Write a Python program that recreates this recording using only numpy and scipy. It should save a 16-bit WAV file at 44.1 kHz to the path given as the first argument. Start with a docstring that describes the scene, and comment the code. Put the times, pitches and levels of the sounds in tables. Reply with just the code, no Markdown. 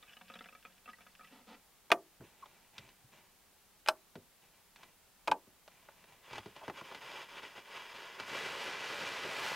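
"""Wine, curtain and sleeping bag in a parked car.

The last of a bottle of wine dribbles into a metal cup, ringing it and trapping bubbles; the cup slides
over a table. A cloth curtain is hung with magnets that snap onto the steel body, amid bumps and squeaks.
A sleeping bag rustles out of its nylon sack. The small padded cabin adds close reflections and a short,
low tail, over faint rumble and microphone hiss."""
import sys
import numpy as np
from scipy import signal
from scipy.fft import rfft, irfft, next_fast_len
from scipy.io import wavfile
from scipy.ndimage import uniform_filter1d

SR = 44100
rng = np.random.default_rng(int(sys.argv[2]) if len(sys.argv) > 2 else 0)


def digitize_waveform(pressure):
    """Quantize a signal to 16-bit integers and store it at the path in sys.argv[1].

    Rows of a 2-D input are taken as channels; values are limited to [-1, 1].
    """
    field = np.atleast_2d(pressure).T
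    bounded = np.clip(field, -1, 1)
    quanta = np.round(bounded * 32767).astype(np.int16)
    wavfile.write(sys.argv[1], SR, quanta)


N = 421155
TIME_S = np.arange(N) / SR
RING_S = np.arange(SR // 2) / SR  # time since an onset

# Larger drops. Each row: start in seconds, impact in dB, bubble in Hz, bubble in dB, cup air in dB.
DROPS = [(0.027, -66, 3660, -57, -59), (0.08, -66, 2520, -61, -74), (0.095, -66, 2910, -57, -73),
         (0.168, -59, 2930, -56, -59), (0.212, -50, 965, -56.5, -62), (0.3, -49, 2600, -55, -48.5),
         (0.339, -56, 3820, -51.5, -51), (0.356, -45.5, 3200, -54, -55), (0.391, -70, 3600, -54, -64),
         (0.408, -50.5, 2120, -53, -42.5), (0.442, -63, 2840, -52.5, -63), (0.458, -53, 2040, -60, -53),
         (0.487, -58, 2540, -55, -64), (0.526, -55.5, 2650, -63, -54), (0.55, -56, 2300, -55.5, -50),
         (0.651, -51, 2450, -50.5, -47), (0.858, -57, 2710, -56.5, -60), (0.877, -55.5, 1940, -61, -48),
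         (0.889, -51, 2390, -58.5, -47), (0.932, -64, 1940, -55.5, -61), (0.986, -61, 1500, -64, -58),
         (1.007, -58, 2340, -62, -64), (1.066, -54.5, 1840, -73, -57), (1.194, -58, 1830, -64, -52),
         (1.209, -61, 2350, -60, -50.5), (1.232, -64, 2650, -68, -55), (1.244, -62, 1960, -60, -56)]
# Magnets meeting steel. Each row: start in seconds, level in dB, hardness 0-1, struck spot in Hz,
# its share in dB, ping in Hz, its share in dB.
MAGNET_HITS = [(1.9027, -37.5, .15, 880, -0.5, 2450, -18.5), (1.9171, -17, 0.4, 671, 1, 2470, -4),
               (3.8615, -44.5, .75, 930, 2, 2984, 5), (3.8752, -40, .85, 1020, 1, 2410, 7),
               (3.8859, -21.5, 0.99, 634, 0, 5070, 2.5), (5.2749, -36.5, 0.45, 990, -8, 4500, -14),
               (5.279, -27.5, 0.08, 970, 3.5, 1550, -17.5), (5.3143, -33.5, .75, 905, -6, 3900, -14.5),
               (5.317, -22.5, 0, 900, 10.5, 1570, -12)]
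# Hands on trim and bag, folds snapping. Each row: start in seconds, then tap, thud and tick in dB.
BUMPS = [(2.207, -53, -45.5, -78), (2.458, -51, -80, -53), (2.781, -55, -54, -37), (2.889, -61, -78, -53.5),
         (4.155, -44.5, -42.5, -49), (4.76, -64, -82, -49), (4.832, -51.5, -84, -48),
         (5.469, -70, -56, -75), (5.678, -48.5, -76, -52), (5.887, -45.5, -79, -75),
         (6.04, -54.5, -80, -55.5), (6.309, -46, -71, -54), (6.331, -40, -56, -41.5),
         (6.356, -50, -62, -43), (6.381, -36.5, -70, -38), (6.459, -46, -42, -48.5), (6.564, -46, -59, -47),
         (6.68, -34, -39.5, -44.5), (6.698, -33, -52, -52), (6.811, -39, -48, -61),
         (6.914, -41.5, -58, -57), (6.947, -44, -54, -39.5), (7.116, -47, -65, -46), (7.431, -47, -57, -59),
         (7.578, -45.5, -54, -62), (7.946, -67, -58, -47), (8.199, -36.5, -48, -36.5),
         (8.349, -37, -58, -50)]
# Squeaking rubs. 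Each row: start in seconds, level in dB, pitch in Hz, roughness 0-1.
SQUEAKS = [(2.423, -46.5, 1096, 0.14), (6.610, -50.5, 840, 0.4), (6.626, -48.5, 800, 0.65),
           (6.911, -51, 763, 0.51)]
# Tension of the sack. Each row: time in seconds, tautness 0-1.
SACK_TENSION = [(7.6, 0), (8.15, 0.13), (8.35, 0.74)]
# One long pull of the bag. Each row: time in seconds, rustle in dB, fizz in dB.
BAG_PULL = [(8.26, -48, -71), (8.36, -41, -66), (8.6, -43, -68), (8.64, -41, -64), (8.758, -44, -83),
            (8.916, -41, -66), (9.208, -42.5, -69), (9.488, -39, -58), (9.55, -39.5, -62)]

# Movements. Each row: start in seconds, length in seconds, relative level in dB, swell in dB.
TRICKLE_SPURTS = [(0, 0.15, -63, 4), (.25, 0.3, -65.5, -13), (.52, 0.19, -72, 11), (.83, 0.25, -68.5, 3),
                  (1.17, 0.16, -66.5, -3)]
CUP_PUSHES = [(1.305, .11, -59.5, -9), (1.462, 0.083, -52.5, -4)]
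BODY_BOOMS = [(2.2, 0.013, -51, -7), (2.785, 0.14, -68.5, -18), (3.04, .02, -65.5, -4),
              (3.14, .15, -80, -8), (5.3, 0.029, -57, -7), (6.31, 0.09, -54.5, 6)]
CURTAIN_STROKES = [(2.21, 0.16, -71, -8), (2.38, 0.26, -71.5, -3.5), (2.72, 0.16, -67, 0),
                   (3.11, 0.16, -69, -11.5), (4.41, 0.044, -73, 0), (4.52, .07, -74, -6),
                   (4.75, 0.091, -67, 3), (5.69, 0.34, -71.5, -0.5), (6.06, 0.076, -65.5, 2)]
SACK_STROKES = [(6.21, .15, -58, 18), (6.42, 0.1, -61, -6), (6.54, 0.059, -57, -2), (6.625, .05, -54.5, -3),
                (6.72, 0.069, -56, 13.5), (6.83, 0.15, -53.5, 0), (7.0, 0.22, -49, 3.5),
                (7.27, 0.11, -53, 8), (7.415, 0.12, -53, -10.5), (7.545, 0.044, -51.5, -2.5),
                (7.63, .14, -53, 13), (7.78, .15, -52.5, 0), (7.935, 0.27, -51, -4.5), (8.18, .14, -49, -3)]  # hands working the sack open
BAG_CATCHES = [(8.31, 0.047, -54, -11), (8.64, 0.029, -56, -1), (9.0, .07, -57, -14),
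               (9.225, 0.027, -55, 16)]  # bag catching in the sack's mouth

# Resonances. Each row: frequency in Hz, width in Hz, level in dB.
CUP_MODES = [(185.6, 10, 4.5), (219.4, 15, 1), (541, 32, 2.5), (728, 32, -8), (930, 30, -6.5),
             (1430, 200, -4.5), (1900, 35, -30), (2330, 250, -15), (2600, 69, -22), (3320, 130, -14),
             (3690, 60, -13)]  # cup and table
STEEL_MODES = [(615, 81, 0), (970, 110, 0.5), (1180, 70, -3.5), (1350, 90, -5), (1590, 78, -6.5),
               (1830, 15, -19), (2140, 60, -10.5), (2300, 70, -9), (2490, 65, -4.5), (2990, 44, -18),
               (3360, 120, -11), (3980, 68, -18.5), (4280, 100, -19), (5130, 150, -23.5), (6090, 91, -27.5),
               (6630, 180, -31), (8296, 110, -28), (10600, 110, -28.5)]
# Slow ring of the wide panels. Each row: frequency in Hz, level in dB, T60 in seconds.
PANEL_MODES = [(241, -12.5, 0.27), (330, -7.5, 0.37), (386, -1.5, .24), (450, -7.5, .24), (484, -6.5, 0.24),
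               (538, -7, 0.12), (598, -4.5, .16), (689, -4.5, .14), (824, -8.5, .17), (887, -8, 0.18),
               (1010, -9, .14)]
# Cabin decay. Each row: frequency in Hz, T60 in seconds.
CABIN_T60_S = [(100, .25), (300, .26), (420, 0.17), (700, 0.16), (1800, 0.066), (5000, 0.024),
               (15000, 0.18)]

# Spectra. Each row: frequency in Hz, relative level in dB.
FLOOR_MID_SPECTRUM = [(12, -30), (20, -9.5), (148, -17.5), (185, -12), (225, -17), (342, -20), (372, -17),
                      (597, -18), (788, -16), (1230, -19), (2400, -21), (2610, -21), (6190, -25),
                      (15500, -25.5)]  # air and hiss common to both sides
FLOOR_SIDE_SPECTRUM = [(20, 0.5), (100, -3.5), (300, -7.5), (700, -10), (1500, -14.5), (4000, -11),
                       (9000, -10.5), (15500, -9.5)]  # the part that differs between sides
SPRAY_SPECTRUM = [(1200, 3), (1700, 4), (1950, 0), (2800, 10), (3700, -1), (4300, -17), (5300, -1),
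                  (6500, -12)]
SLIDE_SPECTRUM = [(65, -55), (110, -32), (199, 3), (366, -20), (553, -4), (649, -22), (777, -13.5),
                  (1020, -9), (1090, -32), (1310, -4), (1650, -32), (1940, -19), (3510, -22), (8000, -40),
                  (10400, -60), (17600, -120)]
CRACK_SPECTRUM = [(150, -16.5), (500, -4.5), (1200, 4.5), (1900, -6.5), (2600, -4.5), (5200, -14.5),
                  (6500, -18), (11000, -21.5), (16000, -26.5)]
BOOM_SPECTRUM = [(25, -5), (50, -13), (90, -3.5), (122, 11), (160, -12.5), (260, -5)]
CURTAIN_SPECTRUM = [(59, -35.5), (100, -5), (453, -9.5), (973, -4), (1270, -12), (2410, -7), (3380, -12.5),
                    (4030, -16), (4490, -23), (7000, -22), (9100, -31), (15400, -120)]
SLACK_SPECTRUM = [(600, -6.5), (770, -1), (950, 4), (1350, -0.5), (2400, 0), (3300, -1), (4300, -13),
                  (5100, -7.5), (5800, -19), (6500, -14), (7300, -25), (9000, -27.5)]  # slack nylon: hollow
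TAUT_SPECTRUM = [(600, -7.5), (800, -2.5), (1050, -2.5), (1300, -2), (2450, -2.5), (3300, -6.5),
                 (4300, -10), (5500, -14.5), (7000, -21.5), (9000, -28)]  # taut nylon: even
HUM_SPECTRUM = [(50, -34), (90, -14), (125, -8.5), (160, -10.5), (250, -8), (330, -6), (440, 0.5),
                (560, -0.5), (720, -17), (1000, -37)]
FIZZ_SPECTRUM = [(5000, -19), (7500, -2), (10000, -9), (12500, -5), (16000, -13)]


def undb(db):
    """Decibels to gain."""
    return 10 ** (np.asarray(db) / 20)


def unit(x):
    """Scale to rms 1."""
    return x / np.sqrt(np.mean(x ** 2))


def blow(x):
    """Scale a short sound to the energy of 10 ms at rms 1."""
    return x / np.sqrt(np.sum(x ** 2) / (SR / 100))


def curve(table, column):
    """Gain from a dB column: silent before the first row, falling 100 dB/s after the last."""
    rows = np.array(table)
    fall_db = np.maximum(TIME_S - rows[-1, 0], 0) * 100
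    return undb(np.interp(TIME_S, rows[:, 0], rows[:, column], left=-np.inf) - fall_db)


def over_hz(hz, points):
    """Interpolate (Hz, value) points on a log frequency axis."""
    points_hz, values = np.transpose(points)
    return np.interp(np.log(hz + 1e-9), np.log(points_hz), values)


def colour(x, spectrum):
    """Filter by a spectrum, rolled off beyond its ends; rms 1."""
    size = next_fast_len(len(x))
    hz = np.arange(size // 2 + 1) * SR / size + 0.0015
    low_cut = 1 + (spectrum[0][0] / hz / 1.15) ** 12
    high_cut = 1 + (hz / spectrum[-1][0] / 1.15) ** 12
    gain = undb(over_hz(hz, spectrum)) / np.sqrt(low_cut * high_cut)
    return unit(irfft(rfft(x, size) * gain, size)[:len(x)])


def band(x, low_hz, high_hz, order=2):
    """Causal band-pass."""
    edges_hz = [low_hz, min(high_hz, .48 * SR)]
    return signal.sosfilt(signal.butter(order, edges_hz, "band", fs=SR, output="sos"), x)


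def fade(t60_s):
    """Decay by 60 dB in t60_s."""
    return np.exp(-np.log(1000) * RING_S / t60_s)


def noise():
    """Half a second of white noise."""
    return rng.standard_normal(len(RING_S))


def sine(hz, phase_turns=0):
    """Half a second of steady tone."""
    return np.sin(2 * np.pi * (hz * RING_S + phase_turns))


def modes(table):
    """Struck resonances, neighbours in opposite sign."""
    return blow(sum((-1) ** k * undb(db) * width_hz * np.exp(-np.pi * width_hz * RING_S) * sine(hz)
                    for k, (hz, width_hz, db) in enumerate(table)))


def add(out, start_s, sound):
    """Mix a sound in at start_s."""
    start = max(int(start_s * SR), 0)
    out[start:start + len(sound)] += sound[:max(N - start, 0)]


def grains(per_s, spread_db):
    """Dense random impulses of uneven size; rms 1."""
    size = undb(spread_db * np.minimum(rng.exponential(size=N), 5))
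    return unit((rng.random(N) < per_s / SR) * size * rng.standard_normal(N))


def waver(per_s, depth_db):
    """Randomly wandering gain."""
    hold = int(SR / per_s)
    steps = np.repeat(rng.standard_normal(N // hold + 1), hold)
    return undb(depth_db * uniform_filter1d(steps, hold)[:N])


def strokes(table, attack_s, release_s):
    """Gain of separate movements: each sets in, swells or eases, and dies away."""
    power = np.zeros(N)
    for start_s, length_s, db, swell_db in table:
        progress = np.minimum(RING_S / length_s, 1)
        attack = np.minimum(RING_S / attack_s, 1)
        release = np.exp(-np.maximum(RING_S - length_s, 0) / release_s)
        add(power, start_s, (undb(db + swell_db * (progress - .5)) * attack * release) ** 2)
    return np.sqrt(power)


def noise_floor():
    """Faint air rumble and microphone hiss, in stereo."""
    mid = undb(-67.5) * colour(rng.standard_normal(N), FLOOR_MID_SPECTRUM)
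    side = undb(-70.5) * colour(rng.standard_normal(N), FLOOR_SIDE_SPECTRUM)
    return np.array([mid + side, mid - side])


def bubble(hz, cycles, rise):
    """A trapped bubble rings briefly, rising in pitch as it nears the surface."""
    life_s = cycles / hz
    pitch_hz = hz * (1 + rise * np.minimum(RING_S / life_s - .15, 1))
    return blow(np.sin(2 * np.pi * np.cumsum(pitch_hz) / SR) * fade(life_s))


def wine_trickle(pour_s=1.3, bubble_count=110):
    """Fine spurts tick with spray and tiny bubbles and keep the cup ringing."""
    bubbles = np.zeros(N)
    for when, pitch, faintness in rng.random((bubble_count, 3)):
        hz = 1900 * 2.9 ** (pitch ** 1.5)
        add(bubbles, when * pour_s, undb(-12 * faintness) * bubble(hz, cycles=50, rise=.1))
    spray = colour(grains(per_s=600, spread_db=5.5), SPRAY_SPECTRUM)
    ring = unit(signal.oaconvolve(grains(per_s=400, spread_db=3), modes(CUP_MODES))[:N])
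    flow = strokes(TRICKLE_SPURTS, attack_s=0.028, release_s=0.078)
    return (undb(-3.5) * bubbles + undb(-1.5) * spray + undb(-10) * ring) * flow


def wine_drops(cup_air_hz=1280):
    """Each drop slaps the surface, rings the cup and its air, and traps a bubble."""
    out = np.zeros(N)
    for start_s, impact_db, bubble_hz, bubble_db, air_db in DROPS:
        # each landing point favours other modes
        cup = modes([(hz, width_hz, db + 2 * rng.standard_normal()) for hz, width_hz, db in CUP_MODES])
        splash = blow(band(noise() * fade(0.02), 480, 1900))
        air = blow(sine(cup_air_hz * (1 + 0.024 * rng.standard_normal())) * fade(0.065))
        slap = blow(band(noise() * fade(0.018), 1100, 2800))
        plink = bubble(bubble_hz, cycles=70, rise=.08) + undb(-6) * slap
        impact = undb(impact_db - 2.5) * (cup + undb(-9) * splash)
        add(out, start_s, impact + undb(air_db - 3.5) * air + undb(bubble_db - 3) * plink)
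    return out


def cup_slide():
    """The cup's base sticks and slips on the wood."""
    scrape = colour(grains(per_s=1500, spread_db=0.5), SLIDE_SPECTRUM)
    return scrape * strokes(CUP_PUSHES, attack_s=0.025, release_s=0.021)


def magnets():
    """A magnet cracks on steel and pings; the spot rings, the trim thumps, the wide panels ring on."""
    out = np.zeros(N)
    steel = modes(STEEL_MODES)
    for start_s, db, hardness, spot_hz, spot_db, ping_hz, ping_db in MAGNET_HITS:
        cutoff_hz = np.interp(hardness, (0, 1), (4100, 11000))
        crack_db = np.interp(hardness, (0, 1), (-5, 10.5))
        thump_db = np.interp(hardness, (0, 1), (-4.5, -13.5))
        swell_s = 0.0077 * (650 / spot_hz) ** 2.8  # stiffer spots peak sooner
        crack = blow(band(colour(noise(), CRACK_SPECTRUM) * fade(0.027), 450, 18000))
        spot = blow(sine(spot_hz) * RING_S ** 3 * np.exp(-3 * RING_S / swell_s))
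        ping = blow(sine(ping_hz) * fade(0.015))
        thump = blow(band(noise() * (fade(0.12) - fade(0.014)), 270, 700, order=3))
        panels = blow(sum(undb(mode_db) * sine(hz, rng.random()) * fade(t60_s)
                          for hz, mode_db, t60_s in PANEL_MODES))
        snap = steel + undb(crack_db) * crack + undb(spot_db) * spot + undb(ping_db) * ping
        snap += undb(thump_db) * thump + undb(-12.5) * panels
        # thin steel radiates little bass; cloth under the magnet softens the contact
        add(out, start_s, undb(db) * blow(band(snap, 300, cutoff_hz, order=1)))
    return out


def body_boom():
    """Shifting weight or a landing magnet rocks the body; the cabin air booms."""
    rumble = colour(rng.standard_normal(N), BOOM_SPECTRUM)
    return rumble * strokes(BODY_BOOMS, attack_s=0.0069, release_s=0.014)


def bumps():
    """Hands knock and folds snap: a sharp tick, a short tap, a thud swelling just after."""
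    out = np.zeros(N)
    for start_s, tap_db, thud_db, tick_db in BUMPS:
        thud = undb(thud_db - 3) * blow(band(noise() * (fade(0.13) - fade(0.0091)), 92, 460, order=3))
        tap = undb(tap_db - 7) * blow(band(noise() * fade(0.039), 390, 1260))
        tick = undb(tick_db - 8.5) * blow(band(noise() * fade(0.045), 1400, 4030))
        add(out, start_s, thud + tap + tick)
    return out


def curtain():
    """Heavy cloth brushes under the hands."""
    brush = undb(3) * colour(grains(per_s=5000, spread_db=2.0), CURTAIN_SPECTRUM)
    return brush * strokes(CURTAIN_STROKES, attack_s=0.024, release_s=0.059)


def squeaks(length_s=0.0228):
    """A brief note falls as a rub lets go; rougher rubs wander further."""
    out = np.zeros(N)
    for start_s, db, hz, roughness in SQUEAKS:
        progress = np.minimum(RING_S / length_s, 1)
        jitter = unit(band(noise(), 65, 420))
        pitch_hz = hz * (1 + roughness * (.5 - progress + .5 * jitter))
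        note = np.sin(2 * np.pi * np.cumsum(pitch_hz) / SR)
        add(out, start_s, undb(db) * blow(np.sin(np.pi * progress) * note))
    return out


def nylon_sack():
    """Threads slip over each other, creases tick; the stuffed sack hums and fizzes when pulled."""
    taut = np.interp(TIME_S, *np.transpose(SACK_TENSION))
    handling = strokes(SACK_STROKES, attack_s=0.021, release_s=0.039)
    effort = np.maximum(handling, curve(BAG_PULL, column=1))
    creases = grains(per_s=800, spread_db=1.9) * undb(-9 - 8 * taut)
    slips = grains(per_s=16000, spread_db=-0.16) + creases
    rustle = (1 - taut) * colour(slips, SLACK_SPECTRUM) + taut * colour(slips, TAUT_SPECTRUM)
    rustle *= undb(0.23) * effort * waver(per_s=45, depth_db=0.86)
    catches = strokes(BAG_CATCHES, attack_s=0.018, release_s=0.014)
    hum_gain = undb(-10.5) * effort * waver(per_s=22, depth_db=0.84) + catches
    hum = colour(grains(per_s=2500, spread_db=2.0), HUM_SPECTRUM) * hum_gain
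    fizz_gain = undb(-28.5) * effort * (1 - taut) + undb(-4.5) * curve(BAG_PULL, column=2)
    return rustle + hum + colour(slips, FIZZ_SPECTRUM) * fizz_gain


def cabin(x, early_db, tail_db):
    """Direct sound, reflections from close walls, and a tail that lasts longest in the bass."""
    early = band(noise(), 200, 9000, order=1) * fade(.035) * (RING_S > .002)
    octaves_hz = 62.5 * 2. ** np.arange(9)
    tail = sum(band(noise(), hz / np.sqrt(2), hz * np.sqrt(2), order=3) * fade(over_hz(hz, CABIN_T60_S))
               for hz in octaves_hz)
    response = undb(early_db) * early / np.linalg.norm(early)
    response += undb(tail_db) * tail / np.linalg.norm(tail)
    response[0] += 1  # direct path
    return signal.oaconvolve(x, response / np.linalg.norm(response))[:N]


def scene():
    """Mono sources through the cabin, over the stereo noise floor."""
    cup = cabin(wine_drops() + wine_trickle() + cup_slide(), early_db=-4, tail_db=-8.5)
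    snaps = cabin(magnets(), early_db=-13.5, tail_db=-10.5)
    handling = bumps() + squeaks() + body_boom() + curtain() + nylon_sack()
    return cup + snaps + cabin(handling, early_db=-15, tail_db=-16) + noise_floor()


def record(dry):
    """The recorder's steep low-pass."""
    cutoff_hz = 15750
    return signal.sosfilt(signal.ellip(10, .1, 70, cutoff_hz, fs=SR, output="sos"), dry)


dry = scene()
out = record(dry)
digitize_waveform(out)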